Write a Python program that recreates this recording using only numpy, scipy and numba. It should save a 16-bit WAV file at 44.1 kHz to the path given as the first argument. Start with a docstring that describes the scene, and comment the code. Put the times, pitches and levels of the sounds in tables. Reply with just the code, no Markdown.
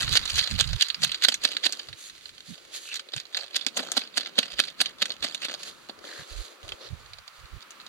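"""Outdoors, near pines: a hand warmer in its plastic packet is shaken, about five strokes/s, in two runs.
At each turn the filling slides, hits the end and buckles the film in a dense crackle; single creases snap
in between. A finger scrapes the film. A jacket sleeve rubs and the cuff rasps as a glove is pulled on.
Far air hisses, the trees rush, and gusts buffet the right microphone port."""
import sys
import numpy as np
from scipy import signal
from scipy.fft import rfft, irfft, next_fast_len
from scipy.io import wavfile
from scipy.ndimage import uniform_filter1d
from numba import njit

SR = 44100
rng = np.random.default_rng(int(sys.argv[2]) if len(sys.argv) > 2 else 0)


def wav_record(signal):
    """Record a signal, one row per channel, as 16-bit PCM in the file named by sys.argv[1]."""
    frames = np.transpose(np.atleast_2d(signal))
    bounded = np.clip(frames, -1, 1)
    # unit amplitude maps onto the largest positive 16-bit level
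    quanta = np.round(bounded * 32767).astype(np.int16)
    wavfile.write(sys.argv[1], SR, quanta)


N = 347508
TIME_S = np.arange(N) / SR
GRID_HZ = np.maximum(np.arange(1025) * SR / 2048, 1)
THUD_HZ, SPARKLE_HZ = 1220, 5880  # crossovers: thud | body | sparkle

# Levels precede the gains in the functions. Thud and sparkle are relative to the row's level.
# fingers flex the film: start/s, end/s, level/dB, thud/dB, sparkle/dB
FILM_FLEXES = [(-.02, .05, -26.5, -19, -7), (.07, .16, -33.5, -21, -7), (.26, .38, -31.5, -23, -8),
               (2.89, 2.99, -38, -21, -8), (3.13, 3.22, -41, -18, -7.5), (5.415, 5.46, -30, -17, -11),
               (5.485, 5.555, -37, -7, -8)]
# filling slides at each turn: t/s, level/dB, run-on/s, thud/dB, sparkle/dB
FILLING_SLIDES = [(.165, -34, 0.14, -27, -12), (.385, -28, .17, -17.5, -9.5), (.605, -35, 0.27, -21, -9),
                  (.82, -37.5, 0.085, -35, -13), (1.04, -34, 0.13, -18, -10.5),
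                  (1.245, -36, 0.095, -13, -12), (1.449, -34.5, .13, -10, -12),
                  (1.653, -39, 0.19, -10.5, -8), (3.367, -36, 0.075, -7.5, -9.5),
                  (3.56, -39, 0.063, -12, -15), (3.787, -36, 0.16, -1, -6.5),
                  (3.974, -38, 0.093, -9.5, -14), (4.179, -36.5, 0.1, -7, -15.5),
                  (4.39, -36, .15, -9.5, -10), (4.599, -38.5, 0.098, -13.5, -6),
                  (4.815, -39, 0.08, -12, -18), (5.025, -45, 0.12, -1, -5), (5.245, -36.5, 0.11, -11, -10)]
# arms move in the jacket: t/s, level/dB, thud/dB
SLEEVE_MOTION = [(0, -48, -12), (.8, -56, -11.5), (1.4, -64.5, 7.5), (1.8, -54.5, -1), (2.13, -53.5, -15),
                 (2.6, -55, -3), (3.08, -62, 1.5), (3.5, -60.5, 3), (4.3, -65, 6), (5.15, -61.5, 4.5),
                 (5.87, -56.5, -3), (5.99, -62.5, 9.5), (6.12, -54.5, -1), (6.38, -46.5, -3.5),
                 (6.58, -57, 4.5), (6.78, -58, 4), (7.3, -61, -5), (7.88, -61.5, 1)]
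# sleeve and glove brush past: start/s, end/s, level/dB, thud/dB, sparkle/dB
SLEEVE_SWISHES = [(1.98, 2.1, -49.5, -35, 2), (2.46, 2.55, -49, -28, -3.5), (2.735, 2.785, -36, -21, -3),
                  (2.8, 2.9, -47.5, -20, -0.5), (5.585, 5.64, -43.5, -10, -8),
                  (5.655, 5.7, -39.5, -11, -4.5), (6.04, 6.23, -46, -5.5, -6.5),
                  (6.35, 6.48, -49, -9, -2.5), (6.805, 6.885, -46, -3, -14)]
# far hiss: t/s, level/dB
AIR_HISS = [(0, -45), (2.3, -59), (4.2, -55), (5.8, -59.5), (7.88, -55)]
# rush in the pines: t/s, level/dB
PINE_RUSH = [(0, -47), (2.5, -69), (5.6, -56.5), (6.5, -58), (7.3, -56.5), (7.88, -54.5)]
# rumble between gusts: t/s, level/dB
BREEZE_RUMBLE = [(0, -48), (1.8, -69), (2.4, -68), (4.2, -79), (5.3, -68), (7.88, -72.5)]
# single creases: t/s, level/dB, thud/dB, sparkle/dB
CREASE_SNAPS = [(.031, -26.5, -29, -9), (0.0454, -33, -29, -10), (.078, -27, -12, -20),
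                (0.2546, -27.5, -20, -5), (.2978, -30, -32, -3), (0.3566, -33.5, -21, 3),
                (0.4265, -26, -20, -21), (0.474, -30, -12, -10), (0.511, -26, -18, -10),
                (0.641, -34, -30, -7), (0.691, -30, -22, -16), (0.7308, -26.5, -18, -12),
                (0.8847, -35.5, -26, -0.5), (0.9009, -26.5, -41, -14), (0.9445, -24.5, -30, -17),
                (1.0196, -30, -18, -6), (1.077, -35, -28, -2), (1.118, -24, -29, -12),
                (1.1451, -22.5, -24, -14), (1.2223, -23.5, -24, -9), (1.285, -10.5, -17.5, -8.5),
                (1.3223, -24, -20, -10), (1.342, -23.5, -28, -3), (1.4376, -29, -18, 0),
                (1.475, -33, -27, -8), (1.517, -27, -20, -8), (1.5675, -20, -41, -17),
                (1.724, -34.5, -32, 8), (1.7306, -30.5, -20, -17), (1.795, -27.5, -25, -18),
                (1.8865, -33.5, -10.5, -16), (1.9285, -35.5, -33, -15), (2.0978, -37, -40, -11),
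                (2.2559, -39.5, -18, -13), (2.2917, -39.5, -30, -13), (2.5785, -43, -9, -13),
                (2.9419, -28, -40, -4), (2.9578, -30.5, -22, -3), (2.995, -29.5, -39, -12),
                (3.0877, -43, -13, -14), (3.1358, -28.5, -16.5, -22), (3.1632, -31.5, -16, -3),
                (3.1795, -30, -37, -14), (3.3463, -22.5, -28, -28), (3.545, -29, -14, -27),
                (3.611, -30.5, -26, -13), (3.665, -19.5, -16, -5.5), (3.684, -38, -13, -7),
                (3.9176, -25, -11, 1), (3.9928, -32, -29, -5), (4.018, -29, -16, -24),
                (4.2086, -27.5, -30, -13), (4.2597, -28.5, -29, -28), (4.3816, -24.5, -31, -21),
                (4.4306, -26, -20, -25), (4.519, -35, -25, -8), (4.5914, -19, -14, -13),
                (4.6375, -26.5, -35, -18), (4.682, -30.5, -25, -27), (4.8032, -20, -19, -23),
                (4.8585, -24.5, -31, -13), (5.056, -24.5, -37, -10), (5.1038, -26, -13, -32),
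                (5.1191, -29.5, -26, -13), (5.2257, -20, -26, -16.5), (5.2669, -29.5, -29, -18),
                (5.3466, -29, -33, -2), (5.484, -31, -7, -23), (5.496, -32.5, -10, -19),
                (5.54, -30.5, -8.5, -6.5), (5.6315, -32.5, -28, -4.5), (5.895, -33, -0.5, -17),
                (6.041, -44, 3, -14), (6.6903, -33, -40, -9), (6.7202, -28.5, -14.5, -16.5),
                (7.133, -38, -27, -15), (7.1851, -40.5, -7.5, -12), (7.6285, -57, -15, -12),
                (7.7066, -44, -25, 1.5), (7.7997, -40.5, -31, -20), (7.8646, -39.5, -17, -8.5)]
# wind on the port: start/s, end/s, level/dB, low edge/Hz, top edge/Hz
PORT_GUSTS = [(0.035, 0.154, -30.5, 28, 141), (.157, 0.328, -45, 25, 71.4), (0.335, 0.42, -33, 28, 157),
              (0.511, 0.564, -26.5, 28, 210), (0.567, 0.64, -32, 28, 173), (0.658, 0.778, -26, 28, 122),
              (0.965, 1.098, -42, 112, 222), (1.892, 1.945, -46.5, 70, 148),
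              (2.487, 2.536, -38.5, 120, 228), (3.16, 3.182, -35.5, 95, 180), (4.526, 4.6, -52, 28, 81),
              (5.206, 5.247, -52, 25, 99), (6.193, 6.226, -44, 70, 183), (6.317, 6.425, -32.5, 24, 60),
              (6.633, 6.744, -46.5, 28, 120), (6.856, 7.213, -53, 35, 139), (6.911, 6.947, -30.5, 45, 150),
              (7.389, 7.466, -46.5, 40, 129), (7.515, 7.578, -37, 32, 117)]
# filling hits the packet's end: peak t/s, level/dB, thud/dB, sparkle/dB, swell/s
FILLING_HITS = [(0.134, -21.5, -32, -5, 0.01), (0.157, -17, -22, -10, 0.0074),
                (0.173, -11.5, -26.5, -10.5, 0.0045), (0.381, -22, -22, -4.5, 0.0067),
                (0.392, -14, -26, -8.5, 0.0037), (0.598, -21, -18.5, -9, 0.0088),
                (0.61, -9.5, -26, -7.5, 0.0021), (0.812, -11.5, -39, -11.5, 0.0015),
                (0.824, -12.5, -28.5, -7, 0.0032), (1.036, -13.5, -23, -8, 0.0025),
                (1.047, -12, -43, -5.5, 0.0027), (1.239, -11, -42, -10.5, 0.0024),
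                (1.25, -9.5, -28.5, -8.5, 0.0032), (1.452, -8, -25.5, -9.5, 0.0016),
                (1.643, -22, -27, -15, 0.0061), (1.662, -16.5, -19.6, -8, 0.0067),
                (3.374, -24.5, -15, -7, 0.0044), (3.564, -17.5, -24.5, -5.5, 0.0042),
                (3.775, -23.5, -8, -3, 0.0054), (3.796, -23.5, -10.5, -20, 0.0057),
                (3.975, -17.5, -11.5, -6, 0.006), (4.178, -16, -18.5, -7.5, 0.0053),
                (4.39, -11.5, -13.5, -11.5, 0.0034), (4.601, -8.5, -22.5, -13.5, 0.0018),
                (4.815, -15.5, -16, -3.5, 0.0048), (5.025, -14, -22.5, -14.5, 0.0047),
                (5.246, -21, -11, -8, 0.0053), (5.452, -24.5, -15.5, -8.5, 0.0035)]
# finger slides on the film: t/s, level/dB, resonance f/Hz
FINGER_SCRAPE = [(2.82, -90, 2800), (2.86, -52, 2700), (2.89, -45, 2680), (2.925, -39, 2600),
                 (2.96, -58, 2000), (2.99, -90, 1900)]
# spectral densities of film, jacket cloth and far air: f/Hz, level/dB
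FILM_SPECTRUM = [(120, -23), (270, -7.5), (400, -15), (530, -9), (770, -12), (950, -19.5), (1600, -6.5),
                 (2300, -7.5), (3200, 0), (4600, 3), (5600, -14.5), (6800, -14.5), (8500, -26),
                 (11500, -27), (15500, -46.5)]
CLOTH_SPECTRUM = [(150, -10.5), (340, -1), (560, -0.5), (860, -11), (1100, -9.5), (1750, -1), (2350, -2),
                  (3200, 3.5), (4400, 7.5), (5400, -1), (6700, 4), (8600, -6.5), (11000, -6.5),
                  (15500, -25)]
AIR_SPECTRUM = [(50, -6), (150, 5), (330, 0.5), (550, -9), (830, -23), (1200, -8.5), (2300, -0.5),
                (3200, -4.5), (4500, -8.5), (5800, -18.5), (8000, -22), (15500, -22.5)]
# the ports hear differently: f/Hz, left minus right/dB
PORT_BALANCE = [(150, 4), (280, 13), (540, 6), (900, 1), (1600, -3), (2300, -4.5), (3200, -7.5), (4300, -6),
                (5600, -1), (6600, 6), (8200, -5), (9800, -9), (12000, -2), (14500, 0)]
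# moving high-pass edge: t/s, f/Hz
BASS_EDGE = [(0, 283), (1.05, 430), (1.3, 198), (2.0, 270), (2.85, 286), (3.1, 243), (3.45, 378),
             (3.7, 159), (5.9, 116), (6.3, 313), (6.8, 264), (7.3, 540), (7.55, 243), (7.88, 192)]


def from_db(db):
    """Decibels to gain."""
    return 10 ** (np.asarray(db) / 20)


def rms_one(x):
    """Scale to rms 1."""
    return x / np.sqrt(np.mean(x ** 2) + 1e-20)


def in_time(rows):
    """Table columns, interpolated at every sample."""
    times_s, *columns = np.transpose(rows)
    return [np.interp(TIME_S, times_s, column) for column in columns]


def gain_curve(points):
    """A spectrum table as gains on GRID_HZ."""
    hz, db = np.transpose(points)
    return from_db(np.interp(np.log(GRID_HZ), np.log(hz), db))


def drift(per_s):
    """Slow random curve, rms 1."""
    knots = rng.standard_normal(N // 40)
    return rms_one(np.interp(TIME_S * per_s, np.arange(len(knots)), knots))


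def hiss(apart):
    """Stereo noise, partly different per port; rms 1."""
    return rms_one(rng.standard_normal(N) + apart * rng.standard_normal((2, N)))


def crackle(per_s, spread_db, ring_s, even_s):
    """Envelope of random, fast-dying pulses; power levelled to 1 over even_s."""
    onsets = rng.random(N) < per_s / SR
    energy = onsets * from_db(spread_db * np.minimum(rng.exponential(1, N), 4)) ** 2
    power = signal.lfilter([1], [1, -np.exp(-2 / (ring_s * SR))], energy + 1e-6)
    return np.sqrt(power / np.maximum(uniform_filter1d(power, int(even_s * SR) + 1), 1e-9))


def band_power(db, thud_db, sparkle_db):
    """Power of thud, body and sparkle, as a column."""
    return from_db(db + np.array([[thud_db], [0], [sparkle_db]])) ** 2


def stroke(start_s, end_s, edge_s=0.016):
    """Envelope that swells, holds and fades."""
    return .5 + .5 * np.tanh(np.minimum(TIME_S - start_s, end_s - TIME_S) / edge_s)


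def rub_power(rows):
    """Summed band power of a table of rubs."""
    return sum(band_power(*levels) * stroke(start_s, end_s) ** 2 for start_s, end_s, *levels in rows)


@njit
def moving_filter(x, hz, damping):
    """Swept two-pole filter; returns band-pass, high-pass."""
    band, high = np.zeros_like(x), np.zeros_like(x)
    step = 2 * np.sin(np.pi * hz / SR)
    for c in range(len(x)):
        low = 0.0
        for i in range(1, x.shape[1]):
            low += step[i] * band[c, i - 1]
            high[c, i] = x[c, i] - low - damping * band[c, i - 1]
            band[c, i] = band[c, i - 1] + step[i] * high[c, i]
    return band, high


def resonate(x, hz, damping, stages):
    """Cascaded band-passes at a fixed or moving hz; rms 1."""
    for _ in range(stages):
        x = moving_filter(x, hz * np.ones(N), damping)[0]
    return rms_one(x)


def minimum_phase(gains):
    """Causal impulse response with these gains."""
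    cepstrum = irfft(np.log(gains + 1e-6))
    half = cepstrum.shape[-1] // 2
    cepstrum[..., 1:half] *= 2
    cepstrum[..., half + 1:] = 0
    return irfft(np.exp(rfft(cepstrum)))


def at_ports(drive, gains, lag_s):
    """Colour a drive at unit power gain; the right port lags by lag_s."""
    ports = gain_curve(PORT_BALANCE) ** np.array([[.5], [-.5]])
    ir = minimum_phase(gains * ports / np.sqrt(np.mean(ports ** 2, axis=0)))
    delay = np.exp(-2j * np.pi * GRID_HZ * np.array([[0], [lag_s]]))
    pad = 16  # samples of room for a negative lag
    ir = irfft(rfft(np.roll(ir, pad, axis=1)) * delay)
    return signal.oaconvolve(drive, ir / np.sqrt(np.sum(ir ** 2) / 2), axes=1)[:, pad:N + pad]


def radiate(drives, spectrum, lag_s):
    """A material's thud, body and sparkle bands, each with its own drive."""
    above_thud = 1 / (1 + (THUD_HZ / GRID_HZ) ** 8)
    above_body = 1 / (1 + (SPARKLE_HZ / GRID_HZ) ** 16)
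    shares = 1 - above_thud, above_thud * (1 - above_body), above_body
    gains = gain_curve(spectrum)
    return sum(at_ports(drive, gains * np.sqrt(share), lag_s) for drive, share in zip(drives, shares))


def facets(patchy_db=3.0, aim_db=4.0, per_s=70):
    """Each film facet has its own pitch and aim, so narrow bands come and go; rms 1."""
    size = next_fast_len(N, True)
    bins = rfft(hiss(apart=0.48), size)
    hz = np.arange(size // 2 + 1) * SR / size
    band = np.searchsorted(np.geomspace(450, 12000, 21), hz)
    out = 0
    for k in np.unique(band):
        db = patchy_db * drift(per_s) + aim_db * drift(per_s) * np.array([[1], [-1]])
        out = out + irfft(bins * (band == k), size)[:, :N] * from_db(np.clip(db, -20, 7))
    return rms_one(out)


def crinkles(ringing, slide_power, powder_share=.25):
    """Flexing fingers and sliding filling set off a patter of grains and small creases."""
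    powder = crackle(per_s=2500, spread_db=3.0, ring_s=0.00065, even_s=0.023)
    creases = crackle(per_s=200, spread_db=5.0, ring_s=.002, even_s=0.0343)
    patter = ringing * np.sqrt(powder_share * powder ** 2 + (1 - powder_share) * creases ** 2)
    power = band_power(0, thud_db=-4.5, sparkle_db=-1.0) * (slide_power + rub_power(FILM_FLEXES))
    return np.sqrt(power)[:, None] * patter


def jacket(uneven_db=2.0):
    """The weave catches in dense tiny slips: faint throughout, louder in each swish."""
    weave = hiss(apart=1.0) * crackle(per_s=6000, spread_db=2.5, ring_s=0.00077, even_s=0.055)
    db, thud_db = in_time(SLEEVE_MOTION)
    bands_db = np.array([db + thud_db, db, db]) + uneven_db * drift(per_s=25)
    motion_power = band_power(0, thud_db=-2.0, sparkle_db=-5.0) * from_db(bands_db) ** 2
    return np.sqrt(motion_power + rub_power(SLEEVE_SWISHES))[:, None] * weave


def far_air():
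    """Distant hiss and a broad, hollow rush from the trees."""
    rush = resonate(hiss(apart=1.0), hz=1220, damping=0.31, stages=1)
    air = at_ports(hiss(apart=2.1), gain_curve(AIR_SPECTRUM), lag_s=-0.00018)
    return from_db(in_time(AIR_HISS)[0]) * air + from_db(in_time(PINE_RUSH)[0]) * rush


def breeze(left_db=-1.5, band_hz=(20, 170), lumpy_db=7.5):
    """Light wind leaves a faint, lumpy rumble on each port."""
    band = signal.butter(2, band_hz, "band", fs=SR, output="sos")
    rumble = signal.sosfilt(band, rng.standard_normal((2, N)))
    lumps = from_db(lumpy_db * np.array([drift(per_s=9), drift(per_s=9)]))
    return from_db(in_time(BREEZE_RUMBLE)[0] + np.array([[left_db], [0]])) * rms_one(rumble * lumps)


def ticks(ringing):
    """Even when only held, the film gives faint lone ticks."""
    lone = crackle(per_s=16, spread_db=3.0, ring_s=0.0023, even_s=1.0)
    return np.sqrt(band_power(-57.0, thud_db=-16.5, sparkle_db=-9.5))[:, None] * lone * ringing


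def snaps(ringing, gain_db=-0.2, crack_s=0.0018, ring_s=0.0063, click_db=-10.0):
    """A crease flips with a click; the film rings for a few milliseconds."""
    out = np.zeros((3, 2, N))
    for at_s, *levels in CREASE_SNAPS:
        span = slice(int(at_s * SR), int((at_s + .03) * SR))
        t = TIME_S[span] - TIME_S[span][0]
        ring = ringing[:, span] * (np.exp(-t / crack_s) + np.exp(-t / ring_s))
        burst = ring / np.sqrt(np.sum(ring ** 2) / 2) + from_db(click_db) * (t == 0)
        burst *= np.sqrt(2 * .005 * SR / np.sum(burst ** 2))  # energy of 5 ms at power 1 per port
        out[:, :, span] += np.sqrt(band_power(*levels))[:, None] * burst
    return from_db(gain_db) * out


def gusts(left_db=-37.0, edge_s=0.0084, eddy_db=3.0):
    """Lumps of low turbulence, almost all on the right port."""
    out = np.zeros((2, N))
    white = rng.standard_normal((2, N + SR))
    eddies = from_db(eddy_db * drift(per_s=45))
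    for start_s, end_s, db, low_hz, top_hz in PORT_GUSTS:
        span = slice(max(int((start_s - .04) * SR), 0), min(int((end_s + 0.054) * SR), N))
        swell = stroke(start_s, end_s, edge_s)[span]
        band = signal.butter(2, [low_hz, top_hz], "band", fs=SR, output="sos")
        lowpass = signal.butter(4, 1.055 * top_hz, fs=SR, output="sos")
        noise = white[:, span.start:span.stop + SR // 10]  # 0.1 s extra for the filters to settle
        rumble = signal.sosfilt(np.vstack([band, lowpass]), noise)[:, -len(swell):]
        lump = np.array([rms_one(port * swell * eddies[span]) for port in rumble])
        out[:, span] += from_db(db) * np.sqrt(np.mean(swell ** 2)) * lump
    return out * from_db([[left_db], [0]])


def filling_slides(gather_db_per_s=398, settle_db_per_s=59.5, stop_db_per_s=376):
    """Band power of the filling as it gathers speed, trickles on after the turn and stops."""
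    power = np.zeros((3, N))
    for turn_s, db, run_on_s, thud_db, sparkle_db in FILLING_SLIDES:
        span = abs(TIME_S - turn_s) < .4
        t = TIME_S[span] - turn_s
        loss_db = gather_db_per_s * np.maximum(-t, 0) + settle_db_per_s * np.maximum(t, 0)
        loss_db += stop_db_per_s * np.maximum(t - run_on_s, 0)
        power[:, span] += band_power(db, thud_db, sparkle_db) * from_db(-loss_db) ** 2
    return power


def filling_hits(ringing, gain_db=-0.5, thud_lift_db=1.5, lead_db=-13.0, lead_s=0.0058, fall_ratio=0.73):
    """The filling runs into the packet's end and presses the film into a burst of buckles."""
    power = np.zeros((3, N))
    for peak_s, db, thud_db, sparkle_db, swell_s in FILLING_HITS:
        span = slice(max(int((peak_s - .06) * SR), 0), int((peak_s + 0.028) * SR))
        t = TIME_S[span] - peak_s
        hit = np.exp(-(t / np.where(t < 0, swell_s, swell_s * fall_ratio)) ** 2)
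        lead = from_db(lead_db) ** 2 * np.exp(-abs(t) / np.where(t < 0, lead_s, lead_s / 2))
        power[:, span] += band_power(db, thud_db + thud_lift_db, sparkle_db) * (hit + lead)
    buckles = crackle(per_s=1600, spread_db=4.5, ring_s=0.0003, even_s=0.0041)
    return from_db(gain_db) * np.sqrt(power)[:, None] * buckles * ringing


def finger_scrape(left_db=-1.0):
    """Fast slips drive one film resonance, which sinks as the finger moves on."""
    db, hz = in_time(FINGER_SCRAPE)
    slips = hiss(apart=.5) * crackle(per_s=1500, spread_db=3.0, ring_s=.0006, even_s=.02)
    scrape = resonate(slips, hz, damping=0.16 * np.sqrt(2), stages=2)
    return from_db(db) * scrape * from_db([[left_db], [0]])


def cuff_rasp(left_db=-46.5, right_db=-52.5):
    """The cuff drags over the jacket; coarse slips drive one broad resonance."""
    slips = hiss(apart=0.48) * crackle(per_s=900, spread_db=4.0, ring_s=0.00067, even_s=.03)
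    rasp = resonate(slips, hz=1690, damping=0.34, stages=2)
    return from_db([[left_db], [right_db]]) * stroke(start_s=6.06, end_s=6.235) * rasp


def surroundings(x, echo_gain=0.49, echo_s=.00346, echo_hz=3600, scatter_db=-18.0, t60_s=0.13):
    """A close surface reflects upper mids, combing the right side; ground and clothes add a short tail."""
    size = next_fast_len(N + SR // 10, True)
    hz = (np.arange(size // 2 + 1) + 1) * SR / size
    reflectance = np.exp(-np.log2(hz / echo_hz) ** 2)
    reflected = irfft(rfft(x[1], size) * reflectance, size)[:N]
    right = x[1] + echo_gain * np.interp(TIME_S - echo_s, TIME_S, reflected, left=0)
    t = TIME_S[:SR // 4]
    tail = rng.standard_normal((2, len(t))) * from_db(-60 * t / t60_s) * (t > .004)
    tail = from_db(scatter_db) * tail / np.sqrt(np.sum(tail ** 2) / 2)
    return np.array([x[0], right]) + signal.oaconvolve(x, tail, axes=1)[:, :N]


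def thin_bass(x):
    """The bass thins and returns: four-pole high-pass on a moving edge."""
    for damping in 2 * np.cos(np.pi * np.array([1, 3]) / 8):
        x = moving_filter(x, in_time(BASS_EDGE)[0], damping)[1]
    return x


def scene():
    """Packet to one side, sleeve near the middle, far air, wind on the ports."""
    hit_ringing = facets()
    # time shifts: hits, snaps and crinkles ring different facets
    snap_ringing = np.roll(hit_ringing, SR, axis=1)
    fine_ringing = np.roll(hit_ringing, 2 * SR, axis=1)
    film = filling_hits(hit_ringing) + snaps(snap_ringing)
    film += crinkles(fine_ringing, filling_slides()) + ticks(fine_ringing)
    packet = radiate(film, FILM_SPECTRUM, lag_s=.000125)
    sleeve = radiate(jacket(), CLOTH_SPECTRUM, lag_s=-0.000047)
    close = packet + sleeve + finger_scrape() + cuff_rasp()
    return thin_bass(surroundings(close) + far_air()) + gusts() + breeze()


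def record(dry, stopband_hz=17100):
    """Clip at full scale, then a steep low-pass."""
    lowpass = signal.cheby2(16, 90, stopband_hz, fs=SR, output="sos")
    return signal.sosfilt(lowpass, np.clip(dry, -1, 1))


dry = scene()
out = record(dry)
wav_record(out)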